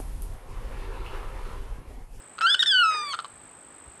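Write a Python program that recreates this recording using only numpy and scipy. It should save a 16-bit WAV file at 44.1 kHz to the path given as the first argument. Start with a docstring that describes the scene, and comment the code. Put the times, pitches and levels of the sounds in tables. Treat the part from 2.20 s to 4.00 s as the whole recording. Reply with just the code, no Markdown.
"""Limpkin wailing in dry reeds

A limpkin gives a few clucks, a rising cry that cracks twice, a long fall and a dying rattle.
The wail is a stack of harmonics shaped by the throat; a faint, low second voice sounds under it.
Clucks are short ringing pulses. An insect near 8 kHz chirps with each wing stroke, all through.
Shaped noise makes quiet marsh air and soft wind; one dry stem ticks; the reeds give a short echo.
"""
import sys
import numpy as np
from scipy import signal
from scipy.fft import rfft, irfft
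from scipy.io import wavfile

SR = 44100
rng = np.random.default_rng(int(sys.argv[2]) if len(sys.argv) > 2 else 0)


def generate_wav(sig):
    """Save sig (samples, or channels by samples) to the path in sys.argv[1] as 16-bit PCM at SR."""
    pcm = np.round(np.clip(np.atleast_2d(sig).T, -1, 1) * 32767).astype(np.int16)
    wavfile.write(sys.argv[1], SR, pcm)


N = 79380
T = np.arange(N) / SR  # time of each sample [s]


def undb(db):
    """Turn decibels into gain."""
    return 10 ** (np.asarray(db) / 20)


def unit(x):
    """Scale to an rms (average strength) of 1."""
    return x / np.sqrt(np.mean(x ** 2))


def colour(hz, points):
    """Read the gain at the given frequencies from a (frequency, level) curve."""
    corner_hz, db = np.array(points, float).T
    return undb(np.interp(np.log(np.maximum(hz, 1)), np.log(corner_hz), db))


def noise(points):
    """Random hiss shaped by a (frequency, level) curve, rms 1."""
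    hz = np.arange(N // 2 + 1) * SR / N
    spectrum = rfft(rng.standard_normal(N))
    return unit(irfft(spectrum * colour(hz, points), N))


def wobble(hz):
    """Random motion up to about the given rate, rms 1."""
    f = np.arange(N // 2 + 1) * SR / N
    spectrum = rfft(rng.standard_normal(N))
    return unit(irfft(spectrum / (1 + (f / hz) ** 4), N))


def curves(rows):
    """Join each column of a table by straight lines in time."""
    times, *columns = np.array(rows, float).T
    return [np.interp(T, times, column) for column in columns]


def gate(rows, attack, release):
    """Stay open from the first to the last row, with short ramps [s] outside them."""
    opening = np.clip((T - rows[0][0]) / attack + 1, 0, 1)
    closing = np.clip((rows[-1][0] - T) / release + 1, 0, 1)
    return opening * closing


# colour of the marsh air: (frequency [Hz], relative level [dB per Hz])
AIR_COLOUR = [(20,-33),(45,-12),(100,-9.5),(320,-7.5),(860,-9),(1200,-8.5),(2600,-17.5),(4500,-26.5),(5700,-33.5),(6500,-34),(8450,-61)]
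# thin hiss of farther insects: (frequency [Hz], relative level [dB per Hz])
HISS_COLOUR = [(5500, -45), (7300, 7.5), (9000, -0.5), (11000, -11.5), (13000, -15.5), (15500, -32)]
# soft bumps of wind: (time of the middle [s], spread [s], level [dB])
WIND_BUMPS = [(1.141, 0.009, -59), (1.23, 0.067, -62), (1.689, 0.017, -51.5)]
AIR_DB, HISS_DB = -53.5, -65
BUMP_HZ = 60  # strongest frequency of the bumps


def marsh():
    """Quiet air and far hiss are steady noise; wind bumps are low noise that swells and fades."""
    air = noise(AIR_COLOUR) * undb(AIR_DB + 0.21 * wobble(20))
    hiss = undb(HISS_DB) * noise(HISS_COLOUR)
    swell = sum(undb(db) * np.exp(-.5 * ((T - at) / spread) ** 2) for at, spread, db in WIND_BUMPS)
    bumps = swell * noise([(15, -20), (BUMP_HZ, 0), (130, -5), (300, -35), (2000, -80)])
    return air + hiss + bumps


TICK_S, TICK_HZ, TICK_DECAY_S, TICK_DB = 0.022, 5100, .002, -49.5


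def tick():
    """A dry stem ticks once: a high tone that dies within a few thousandths of a second."""
    age = np.maximum(T - TICK_S, 0)
    return undb(TICK_DB) * np.sin(2 * np.pi * TICK_HZ * age) * np.exp(-age / TICK_DECAY_S)


# colour of the echo: (frequency [Hz], relative level [dB])
ECHO_COLOUR = [(300, -50), (1500, 3.5), (3500, -4), (5500, -4.5), (12000, -4)]
ECHO_DELAY_S, ECHO_DECAY_S, TAIL_DECAY_S = .008, 0.04, 0.14
ECHO_DB, TAIL_DB = -17, -31.5  # for the bird


def scatter(x, decay):
    """Stems and ground send back dense reflections: decaying noise serves as the echo pattern."""
    age = T - ECHO_DELAY_S
    response = noise(ECHO_COLOUR) * (age > 0) * np.exp(-np.abs(age) / decay)
    response = response / np.sqrt(np.sum(response ** 2))
    return signal.fftconvolve(x, response)[:N]


STROKE_HZ, FIRST_STROKE_S, CHIRP_S = 51.8, -0.0022, 0.012
CHIRP_TOP_HZ, CHIRP_TOP_SHARE = 8348, 0.47  # highest pitch, and how far along the chirp it comes
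CHIRP_ARCH_HZ = 2940  # pitch drop = this times the squared distance from the top
INSECT_DB = -45.154  # before the shape of each chirp
INSECT_ECHO_DB = -10.5  # relative to the chirps


def insect():
    """Each wing stroke gives a chirp that arches up and drops away; the reeds fill the gaps."""
    # position within the chirp, 0 to 1; it waits at 1 (silent) until the next stroke
    stroke = (T - FIRST_STROKE_S) * STROKE_HZ % 1
    along = np.minimum(stroke / (STROKE_HZ * CHIRP_S), 1)
    hz = CHIRP_TOP_HZ - CHIRP_ARCH_HZ * (along - CHIRP_TOP_SHARE) ** 2
    hz = hz + 45 * wobble(500) + 30 * wobble(51.6)
    size = np.maximum(np.sin(np.pi * along ** 0.54), 0) ** 0.39
    size = size * (1 + 0.17 * wobble(500))
    chirps = undb(INSECT_DB) * size * np.sin(2 * np.pi * np.cumsum(hz) / SR)
    echo = unit(scatter(chirps, ECHO_DECAY_S))
    return chirps + undb(INSECT_ECHO_DB) * np.std(chirps) * echo


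# second voice, early and late stretch:
# (time [s], pitch [Hz], level before the harmonics' own levels [dB], pitch scatter [share of pitch])
UNDER_RISE = [(0.21, 568, -43.5, .08), (0.24, 460.4, -48, .01), (0.28, 433.6, -47.5, 0.05),
              (0.33, 497, -52, 0.07), (0.39, 651, -63, 0.01)]
UNDER_FALL = [(0.71, 600, -44, .08), (0.728, 556, -41.5, 0.16), (0.77, 436.3, -44, 0.045),
              (0.80, 423, -46, 0.02), (0.85, 495, -52, 0.0099), (0.90, 635, -49, 0.031)]
# its harmonics, from the lowest up: (level [dB])
UNDER_HARMONICS = [-7, -2, -2, -1]


def under_voice(rows):
    """A weak low tone with a few harmonics, its own pitch and a changing amount of pitch scatter."""
    hz, db, scatter_share = curves(rows)
    phase = 2 * np.pi * np.cumsum(hz * (1 + scatter_share * wobble(200))) / SR
    tone = sum(undb(level) * np.sin((k + 1) * phase) for k, level in enumerate(UNDER_HARMONICS))
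    return tone * undb(db + 2.5 * wobble(90)) * gate(rows, .01, .015)


# clucks and rattle: (time [s], resonance [Hz], level before a fixed gain of 1.226 [dB])
CLUCKS = [(0.182, 1348, -28.5), (0.1877, 1393, -24), (.209, 1460, -20.5), (.2145, 1405, -17.5),
          (.934, 1288, -22.5), (0.9397, 1342, -19.5), (0.9454, 1310, -22.5), (0.9503, 1273, -25.5),
          (0.9894, 1276, -20.5), (.996, 1280, -25), (1.001, 1220, -29), (1.0452, 1183, -27),
          (1.053, 1133, -31.5), (1.0588, 1137, -39.5)]
# colour of the rasp in a cluck: (frequency [Hz], relative level [dB])
CLUCK_RASP = [(300, -34.5), (900, -17), (1250, -2), (1750, -11.5), (2300, -7), (3000, 1.5), (4400, -0.5),
              (5200, -12), (5700, -28), (6400, -11.5), (7200, -21), (10500, -25.5), (12000, -42.5),
              (15000, -61)]
CLUCK_ATTACK_S, CLUCK_DECAY_S = 0.00046, 0.0038
RASP_DECAY_S, RASP_DB = 0.0021, -7.5


def clucks():
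    """Single slow pulses of the voice: each rings the throat and carries a short rasp."""
    out, hoarse_noise = np.zeros(N), noise(CLUCK_RASP)
    for start, hz, db in CLUCKS:
        age = np.maximum(T - start, 0)
        ring = np.sin(2 * np.pi * hz * age + 0.47 * wobble(150)) * np.exp(-age / CLUCK_DECAY_S)
        rasp = undb(RASP_DB) * hoarse_noise * np.exp(-age / RASP_DECAY_S)
        attack = 1 - np.exp(-age / CLUCK_ATTACK_S)
        out += 1.226 * undb(db) * attack * (ring + rasp)
    return out


# three stretches of the wail: (time [s], pitch [Hz], fundamental [dB],
# overtones before the throat colour [dB], extra on odd-numbered overtones [dB])
RISE = [(0.211, 1269, -29.5, -19.5, -10.5), (0.23, 1320, -19, -18, 2), (0.262, 1390, -13.5, -26.5, 16),
        (0.269, 1513, -19, -21.5, 6.5), (0.285, 1563, -17.5, -26.5, 12), (0.305, 1670, -28.5, -9, 2.5),
        (0.32, 1726, -40, -6, -8.5), (0.341, 1760, -47, -3.5, -3.5), (0.346, 1507, -14.5, -21.5, -5),
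        (0.349, 1443, -16, -20, 9.5), (0.353, 1630, -41, -22.5, 5.5)]
CREST = [(0.394, 1826, -25.5, 1.5, -6), (0.398, 1897, -37, 1, -28), (0.408, 1854, -28, 3.5, -5.5),
         (0.419, 1837, -31.5, -10, 4.5), (0.424, 1711, -50, -6, -5), (0.428, 1685, -26, -6, -1.5),
         (0.431, 1482, -14.5, -22, 13), (0.434, 1500, -19, -25.5, 9.5), (0.438, 1880, -36, -6.5, 4)]
FALL = [(0.461, 1790, -22.5, -2.5, -13), (0.465, 1817, -39.5, -4.5, -1.5), (0.48, 1763, -40, -2.5, -4.5),
        (0.5, 1707, -35, -7, -9), (0.515, 1646, -28.5, -10, 4.5), (0.53, 1548, -20.5, -24.5, 17),
        (0.55, 1517, -18.5, -25, 14.5), (0.6, 1455, -19, -17, 4), (0.628, 1403, -14, -24, 15),
        (0.637, 1326, -15.5, -12.5, -10), (0.68, 1290, -18.5, -18, 1), (0.76, 1235, -27, -16.5, -2),
        (0.85, 1182, -31, -21, -5), (0.9, 1130, -35.5, -18.5, -11.5), (0.922, 1104, -35, -18, -14),
        (0.931, 1016, -36, -18.5, -17)]
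# throat and bill colour of the overtones: (frequency [Hz], level [dB])
THROAT = [(2100,-27),(2600,-14.5),(3000,5.5),(3600,-16.5),(4050,-21.5),(4500,-16),(5350,-21.5),(5700,-40.5),(6050,-25.5),(6550,-33.5),(6950,-42.5),(7500,-41.5),(8300,-28),(9500,-45),(11000,-57),(13000,-59),(15500,-94)]
# hoarseness of the wail: (time [s], roughness [0-1])
ROUGHNESS = [(.21, 0.6), (.222, 0.54), (.235, 0.17), (.338, 0), (.347, 0.34), (.355, 0.5), (.395, .08),
             (.42, 0.13), (.431, 0.32), (.44, 0.45), (.462, 0.21), (.49, 0), (.70, 0.02), (.725, 0.03),
             (.78, 0.02), (.88, 0), (.93, 0.18)]
# colour of the rasp in the hoarse wail: (frequency [Hz], relative level [dB])
WAIL_RASP = [(300, -23), (1000, -9.5), (1500, 4.5), (2200, -25.5), (3000, 7.5), (5200, -4.5), (5700, -10.5),
             (6300, -5), (9500, -11), (12000, -31), (15000, -39.5)]
ATTACK_S, RELEASE_S = .002, .0035
# shaking when fully hoarse: rate, loudness swing [share], phase swing [radians]
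ROUGH_HZ, ROUGH_SWING, ROUGH_PHASE = 410, 0.38, 0.23
JITTER = 0.0016  # constant pitch unsteadiness [share of pitch]
FLUTTER_DB, FLUTTER_HZ = 0.63, 30.2  # FLUTTER_DB times (harmonic number - 1.5)
RASP_SHARE_DB = -4.5  # rasp under a fully hoarse wail, relative to the overtones


def wail(rows, count=11):
    """A harmonic tone through the throat; where it is hoarse it shakes and rasps."""
    hz, first_db, upper_db, odd_db = curves(rows)
    rough, = curves(ROUGHNESS)
    phase = 2 * np.pi * np.cumsum(hz * (1 + JITTER * wobble(300))) / SR
    phase = phase + ROUGH_PHASE * rough * wobble(ROUGH_HZ)
    sizes = [undb(first_db)]
    for k in range(2, count + 1):
        # each overtone wavers on its own, the higher ones more
        flutter_db = FLUTTER_DB * (k - 1.5) * wobble(FLUTTER_HZ)
        sizes.append(undb(upper_db + odd_db * (k % 2) + flutter_db) * colour(k * hz, THROAT))
    tone = sum(size * np.sin((k + 1) * phase) for k, size in enumerate(sizes))
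    overtone_size = np.linalg.norm(sizes[1:], axis=0)
    rasp = undb(RASP_SHARE_DB) * rough * overtone_size * noise(WAIL_RASP)
    shake = 1 + ROUGH_SWING * rough * wobble(ROUGH_HZ)
    return (tone * shake + rasp) * gate(rows, ATTACK_S, RELEASE_S)


def scene():
    """Add the marsh, the tick and the insect to the bird and its echo."""
    bird = under_voice(UNDER_RISE) + under_voice(UNDER_FALL) + clucks()
    bird = bird + wail(RISE) + wail(CREST) + wail(FALL)
    echo = undb(ECHO_DB) * scatter(bird, ECHO_DECAY_S)
    tail = undb(TAIL_DB) * scatter(bird, TAIL_DECAY_S)
    return (marsh() + tick() + insect() + bird + echo + tail)[None]


TOP_HZ = 15700


def record(dry):
    """A steep low-pass filter removes the sound above TOP_HZ."""
    low_pass = signal.ellip(8, .2, 70, TOP_HZ, fs=SR, output="sos")
    return signal.sosfilt(low_pass, dry)


dry = scene()
out = record(dry)
generate_wav(out)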